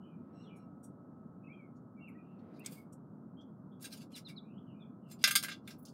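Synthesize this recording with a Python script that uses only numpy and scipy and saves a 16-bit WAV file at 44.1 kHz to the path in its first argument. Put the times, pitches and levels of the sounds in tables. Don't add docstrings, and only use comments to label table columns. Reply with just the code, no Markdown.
import sys
import numpy as np
from scipy import signal
from scipy.fft import rfft, irfft
from scipy.io import wavfile

SR = 44100
rng = np.random.default_rng(int(sys.argv[2]) if len(sys.argv) > 2 else 0)


def wrap_up_sound(samples):
    columns = np.atleast_2d(samples).T
    tamed = np.clip(columns, -1, 1)
    steps = np.round(tamed * 32767).astype(np.int16)
    wavfile.write(sys.argv[1], SR, steps)


N = 261513
TIME = np.arange(N) / SR

# f/Hz, relative density/dB
RUMBLE_SPECTRUM = [(25, -60), (42, -54), (65, -28), (100, -10), (150, -3), (200, 0), (265, -3), (320, -10),
                   (450, -18), (640, -23), (850, -35), (2000, -80)]
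WASH_SPECTRUM = [(100, -15), (520, -2), (640, 2), (850, -2), (1300, -2.5), (1480, -9), (1700, -20),
                 (2050, -31), (2600, -42), (8000, -70)]
SLEEVE_SPECTRUM = [(150, -25), (320, 0), (520, -2), (800, -14), (1600, -23), (2400, -29), (4000, -40),
                   (8000, -58)]
# t/s, level/dB
WASH_ENVELOPE = [(0.4, -67.5), (1.2, -68), (2.0, -69), (2.6, -67.5), (3.0, -68.5), (4.6, -69),
                 (5.78, -68.5)]
# onset t/s, duration/s, f/Hz, glide/octaves, source level/dB
FAR_NOTES = [(0, 0.1, 2993, -0.04, -77.5), (.03, 0.14, 2470, -0.13, -82), (.43, 0.089, 3140, -0.71, -71),
             (0.485, 0.092, 2347, -0.15, -71), (2.201, 0.2, 2695, -0.069, -83),
             (3.715, 0.029, 3410, -0.014, -76), (4.42, .16, 2650, 0.47, -77),
             (4.665, 0.061, 2867, -0.22, -74), (4.725, 0.14, 2450, -0.086, -77),
             (5.02, 0.13, 2736, -0.27, -78)]
CREAK_NOTES = [(0.324, 0.11, 2746, -0.063, -76.5), (0.368, 0.098, 2815, 0.027, -76),
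               (0.538, 0.094, 2775, -.02, -82)]
WARBLE_NOTES = [(1.43, 0.058, 2580, 0.056, -67), (1.475, 0.079, 2355, 0.31, -62.5),
                (1.525, 0.15, 2336, -0.29, -69), (1.52, 0.054, 3230, -0.087, -76),
                (1.965, 0.052, 2290, -0.13, -72), (1.995, 0.09, 2744, -0.027, -61.5),
                (2.064, 0.037, 2410, -0.54, -59.5), (2.145, 0.032, 1950, 0.18, -70.5),
                (2.175, 0.036, 2492, 0.045, -62), (2.585, 0.038, 2600, 0.22, -61),
                (2.62, 0.07, 2253, 0.44, -63.5), (2.755, 0.055, 2200, -0.038, -65),
                (3.368, 0.06, 3290, 0.11, -66), (4.125, 0.03, 3000, -0.21, -64.5),
                (4.285, 0.033, 2315, -0.14, -62), (4.565, 0.029, 3165, 0.37, -68),
                (4.8, 0.043, 3470, -0.23, -69)]
# frequency ratio, relative level/dB
CREAK_PARTIALS = [(1, 0), (1.46, -7), (2, -6), (2.3, -17), (2.85, -15)]
# middle t/s, duration/s, level/dB
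ARM_MOVES = [(0.412, 0.39, -66), (2.572, 0.44, -60.5)]
# t/s, level/dB, centre f/Hz, T60/s
DRY_TICKS = [(0.563, -72.5, 10000, 0.097), (0.837, -61, 8720, 0.11), (1.761, -82, 6530, 0.11),
             (2.085, -76.5, 10900, 0.088), (2.391, -80, 4200, 0.079), (2.595, -58, 12440, 0.031),
             (2.6619, -35, 7650, 0.025), (2.712, -59, 11000, 0.018), (2.927, -62.5, 8480, 0.075),
             (3.411, -78, 5770, 0.087), (4.162, -50.5, 9200, 0.032), (5.229, -49.5, 9430, 0.011),
             (5.787, -63, 15400, 0.1), (5.827, -63.5, 14700, .06)]
# ratio to centre frequency, relative level/dB
TICK_PARTIALS = [(.662, -5), (.75, -9), (.84, -4), (.907, -5), (.996, -3), (1.052, 0), (1.24, -9),
                 (1.35, -8)]
GRIT_SPECTRUM = [(.1, -30), (.5, -10), (.72, -3), (1, 0), (1.4, -3), (2, -12)]
# f/Hz, relative level/dB
STOVE_MODES = [(600, -16), (1214, -8), (1400, -9), (1588, 0), (1690, -7), (2023, -4), (2143, -1.5),
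               (2260, -7), (2417, -4), (2700, -5), (2765, -3.5), (3130, -5), (3400, -1), (3528, -1),
               (3704, -4), (3930, -1.5), (4177, -2.5), (4448, -2.5), (4820, -2), (4944, 1.5), (5433, -.5),
               (6040, -8), (6440, -4), (6590, -5), (7319, -1), (8677, -3), (9071, -2), (10398, -8),
               (11395, -7), (12565, -10), (13817, -9)]
# f/Hz, relative density/dB
CLATTER_SPECTRUM = [(100, -45), (600, -19), (1050, -17), (1350, -3), (1800, -7), (2300, -3), (4800, 0),
                    (6500, -5), (9500, -6), (15500, -11)]
# middle t/s, duration/s, level/dB, treble/dB
STICK_STROKES = [(2.58, 0.14, -76.5, -6), (2.648, .02, -59, 0), (2.733, 0.11, -59, 12),
                 (3.824, 0.024, -50.5, 12.5), (3.847, 0.055, -47.5, 1.5), (3.927, 0.037, -49, 4),
                 (3.975, 0.095, -62, 4), (4.017, 0.031, -58, 0), (4.122, .04, -67, 2),
                 (4.169, 0.039, -50, 2), (4.289, .04, -56, -3.5), (5.115, 0.052, -55.5, 6),
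                 (5.222, 0.064, -59.5, -0.5), (5.497, 0.073, -52.5, -13), (5.691, 0.067, -64, -4.5),
                 (5.874, 0.049, -69, -6)]
# t/s, level/dB, bass/dB, presence/dB, treble/dB
IMPACTS = [(2.6605, -49, -5.5, -6, -3), (5.2399, -20, 4, 6, -2.5), (5.2747, -30, 4, -9, 1),
           (5.2791, -34, 3.5, -3, -8), (5.3096, -30.5, 2, -6, 0), (5.3536, -24.5, -4, -1.5, 1),
           (5.359, -24, -4.5, 0, 2.5), (5.427, -41, 8, 0, 7.5), (5.436, -37.5, 12, 1, 5.5),
           (5.446, -43.5, 13, -3, -4), (5.4837, -41, 8, -9.5, -10.5), (5.492, -49.5, 9, -6, -9),
           (5.5129, -45.5, 2, -2.5, -20), (5.52, -46.5, 0, 3.5, -14), (5.6755, -49.5, 0, -9.5, -4),
           (5.706, -54, 1.5, 5.5, -2), (5.852, -57, -18, 14.5, 15.5), (5.883, -62.5, -13, 16, 10)]


def from_db(db):
    return 10 ** (np.asarray(db) / 20)


def rms_one(x):
    return x / np.sqrt(np.mean(x ** 2) + 1e-20)


def add(track, s, sound):
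    at = max(round(s * SR), 0)
    track[at:at + len(sound)] += sound[:N - at]


def butter(x, hz, kind, order):
    return signal.sosfilt(signal.butter(order, hz, kind, fs=SR, output="sos"), x)


def noise(spectrum, size):
    hz, db = np.transpose(spectrum)
    bins = np.maximum(np.fft.rfftfreq(size, 1 / SR), 1)
    gain = from_db(np.interp(np.log(bins), np.log(hz), db))
    return rms_one(irfft(rfft(rng.standard_normal(size)) * gain, size))


def drift(rate, size):
    return np.interp(TIME[:size] * rate, np.arange(4096), rng.standard_normal(4096))


def machine_whine(hz=1289, db=-74.5, shadow_db=-7.5, move_start_s=2.22, move_s=0.58):
    level = from_db(db + shadow_db * np.clip((TIME - move_start_s) / move_s, 0, 1))
    tone = np.sqrt(2) * np.sin(2 * np.pi * np.cumsum(hz * (1 + .0015 * drift(11, N))) / SR)
    return level * tone * from_db(2.4 * drift(16, N))


def ambient_noise(rumble_db=-52.5, hiss_db=-94):
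    rumble = from_db(rumble_db) * noise(RUMBLE_SPECTRUM, N)
    wash = from_db(np.interp(TIME, *np.transpose(WASH_ENVELOPE))) * noise(WASH_SPECTRUM, N)
    return rumble + wash + from_db(hiss_db) * rng.standard_normal(N)


def whistles(notes, waver, arch_octaves=0.027):
    out = np.zeros(N)
    for s, length, pitch_hz, glide, db in notes:
        u = np.linspace(0, 1, round(length * SR))
        octaves = glide * (u - .5) - arch_octaves * (2 * u - 1) ** 2
        hz = pitch_hz * 2 ** octaves * (1 + waver * drift(500, len(u)))
        swell = np.abs(np.sin(np.pi * u)) ** .8 * from_db(db + 2.5 * drift(180, len(u)))
        add(out, s, np.sqrt(2) * swell * np.sin(2 * np.pi * np.cumsum(hz) / SR))
    return out


def chirps(start_s=4.135, period_s=0.1125, count=3, length_s=.039, hz=3877, glide_octaves=-0.384):
    voices = [(hz, -55), (hz * 1.26, -78)]   # f/Hz, level/dB
    notes = [(start_s + k * period_s, length_s, voice_hz, glide_octaves, db)
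             for k in range(count) for voice_hz, db in voices]
    return whistles(notes, waver=.02)


def trees(x, t60, size=22050):
    tail = rng.standard_normal(size) * from_db(-60 * TIME[:size] / t60)
    return signal.fftconvolve(x, tail / np.linalg.norm(tail))[:N]


def birds():
    near = chirps()
    warble = whistles(WARBLE_NOTES, waver=.022)
    far = whistles(FAR_NOTES, waver=.035)
    partials = [(s, length, hz * ratio, glide, db + partial_db)
                for s, length, hz, glide, db in CREAK_NOTES for ratio, partial_db in CREAK_PARTIALS]
    creak = whistles(partials, waver=.016)
    direct = near + from_db(-2) * warble + from_db(-3) * far
    echo = trees(from_db(-12) * near + from_db(-4) * warble, t60=0.22)
    return direct + echo + trees(far, t60=.27) + trees(creak, t60=.18)


def sleeve_swishes(flutter_db=2.0):
    swell = sum(from_db(db) * np.exp(-(2 * (TIME - s) / length) ** 2) for s, length, db in ARM_MOVES)
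    return swell * from_db(flutter_db * drift(25, N)) * noise(SLEEVE_SPECTRUM, N)


def contact_colour(x, bass_db=0, treble_db=0, presence_db=0, spot_spread_db=3.0):
    bass_hz, presence_hz, treble_hz = 2200, 5400, 7000
    hz = np.maximum(np.fft.rfftfreq(len(x), 1 / SR), 1)
    spot_db = np.interp(hz, np.linspace(0, SR / 2, 64), spot_spread_db * rng.standard_normal(64))
    hump_db = presence_db * np.exp(-(2 * np.log2(hz / presence_hz)) ** 2)
    shelves_db = bass_db / (1 + (hz / bass_hz) ** 6) + treble_db / (1 + (treble_hz / hz) ** 6)
    cepstrum = irfft(np.log(from_db(spot_db + hump_db + shelves_db)), len(x))
    cepstrum[1:len(x) // 2] *= 2
    cepstrum[len(x) // 2 + 1:] = 0
    return irfft(rfft(x) * np.exp(rfft(cepstrum)), len(x))


def dry_ticks(fade_share=0.22, fade_above_t60=.03, grit_db=-8, size=8192):
    out, t = np.zeros(N), TIME[:size]
    ratio, mode_db = np.transpose(TICK_PARTIALS)[:, :, None]
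    for s, db, hz, t60 in DRY_TICKS:
        fade_s = max(fade_share * (t60 - fade_above_t60), 0) + 1 / SR
        modes = from_db(mode_db) * np.sin(2 * np.pi * (hz * ratio * t + rng.random(ratio.shape)))
        grit = from_db(grit_db) * noise(np.array(GRIT_SPECTRUM) * [hz, 1], size)
        body = rms_one(rms_one(modes.sum(axis=0)) + grit)
        envelope = from_db(db - 60 * np.maximum(t - fade_s, 0) / t60) * np.minimum(t / fade_s, 1)
        add(out, s - fade_s / 2, contact_colour(body * envelope, spot_spread_db=2))
    return out


def stove_ring(clatter_db, clatter_t60=.11, spread_db=2.5,
               twin_db=-2, twin_detune=0.03, twin_t60=0.098, size=16384):
    t = TIME[:size]
    hz, db = np.transpose(STOVE_MODES)[:, :, None]
    t60 = .155 * (hz / 1000) ** -.12
    strength = from_db(db + spread_db * rng.standard_normal(hz.shape)) * rng.choice([-1, 1], hz.shape)
    modes = np.sin(2 * np.pi * hz * t) * from_db(-60 * t / t60)
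    twin_hz = hz * (1 + twin_detune * rng.standard_normal(hz.shape))
    twins = np.sin(2 * np.pi * twin_hz * t) * from_db(twin_db - 60 * t / twin_t60)
    twins *= rng.choice([-1, 1], hz.shape)
    ring = butter(np.sum(strength * (modes + twins), axis=0), 750, "high", order=3)
    return ring + noise(CLATTER_SPECTRUM, size) * from_db(clatter_db - 60 * t / clatter_t60)


def stick_scrapes(slips_per_s=800, slip_spread_db=5.0, damping_t60=0.48, bass_db=-2.5, size=22050):
    out, t = np.zeros(N), TIME[:size]
    for s, length, db, treble_db in STICK_STROKES:
        pressure = np.exp(-4 * np.abs(t - length) / length)
        slipping = rng.random(size) < slips_per_s / SR
        slips = slipping * from_db(slip_spread_db * rng.standard_normal(size)) * rng.choice([-1, 1], size)
        ring = stove_ring(clatter_db=11.5, size=4096)
        ring *= from_db(-60 * t[:len(ring)] / damping_t60)
        rub = signal.fftconvolve(slips * pressure, ring)[:size]
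        rub = contact_colour(rub, bass_db, treble_db)
        stroke_rms = np.sqrt(np.sum(rub ** 2) / (length * SR / 2) + 1e-20)
        add(out, s - length, from_db(db) * rub / stroke_rms)
    return out


def tablet_knocks(crack_db=11.0, shortest_contact_s=0.004, doubling_db=26, attack_samples=350):
    out = np.zeros(N)
    hardest_db = max(row[1] for row in IMPACTS)
    for s, db, bass_db, presence_db, treble_db in IMPACTS:
        contact_s = shortest_contact_s * 2 ** ((hardest_db - db) / doubling_db)
        ring = stove_ring(clatter_db=6.0)
        crack = noise(CLATTER_SPECTRUM, len(ring)) * np.exp(-TIME[:len(ring)] / (2 * contact_s))
        crack = from_db(crack_db) * butter(crack, 1100, "high", order=4)
        hit = contact_colour(ring + crack, bass_db, treble_db, presence_db)
        add(out, s, from_db(db) * hit / np.std(hit[:attack_samples]))
    return butter(out, 450, "high", order=4)


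def scene():
    close_by = tablet_knocks() + dry_ticks() + stick_scrapes() + sleeve_swishes()
    return (close_by + birds() + machine_whine() + ambient_noise())[None]


def record(dry):
    cutoff_hz = 15750
    return signal.sosfilt(signal.ellip(12, .1, 90, cutoff_hz, fs=SR, output="sos"), dry)


dry = scene()
out = record(dry)
wrap_up_sound(out)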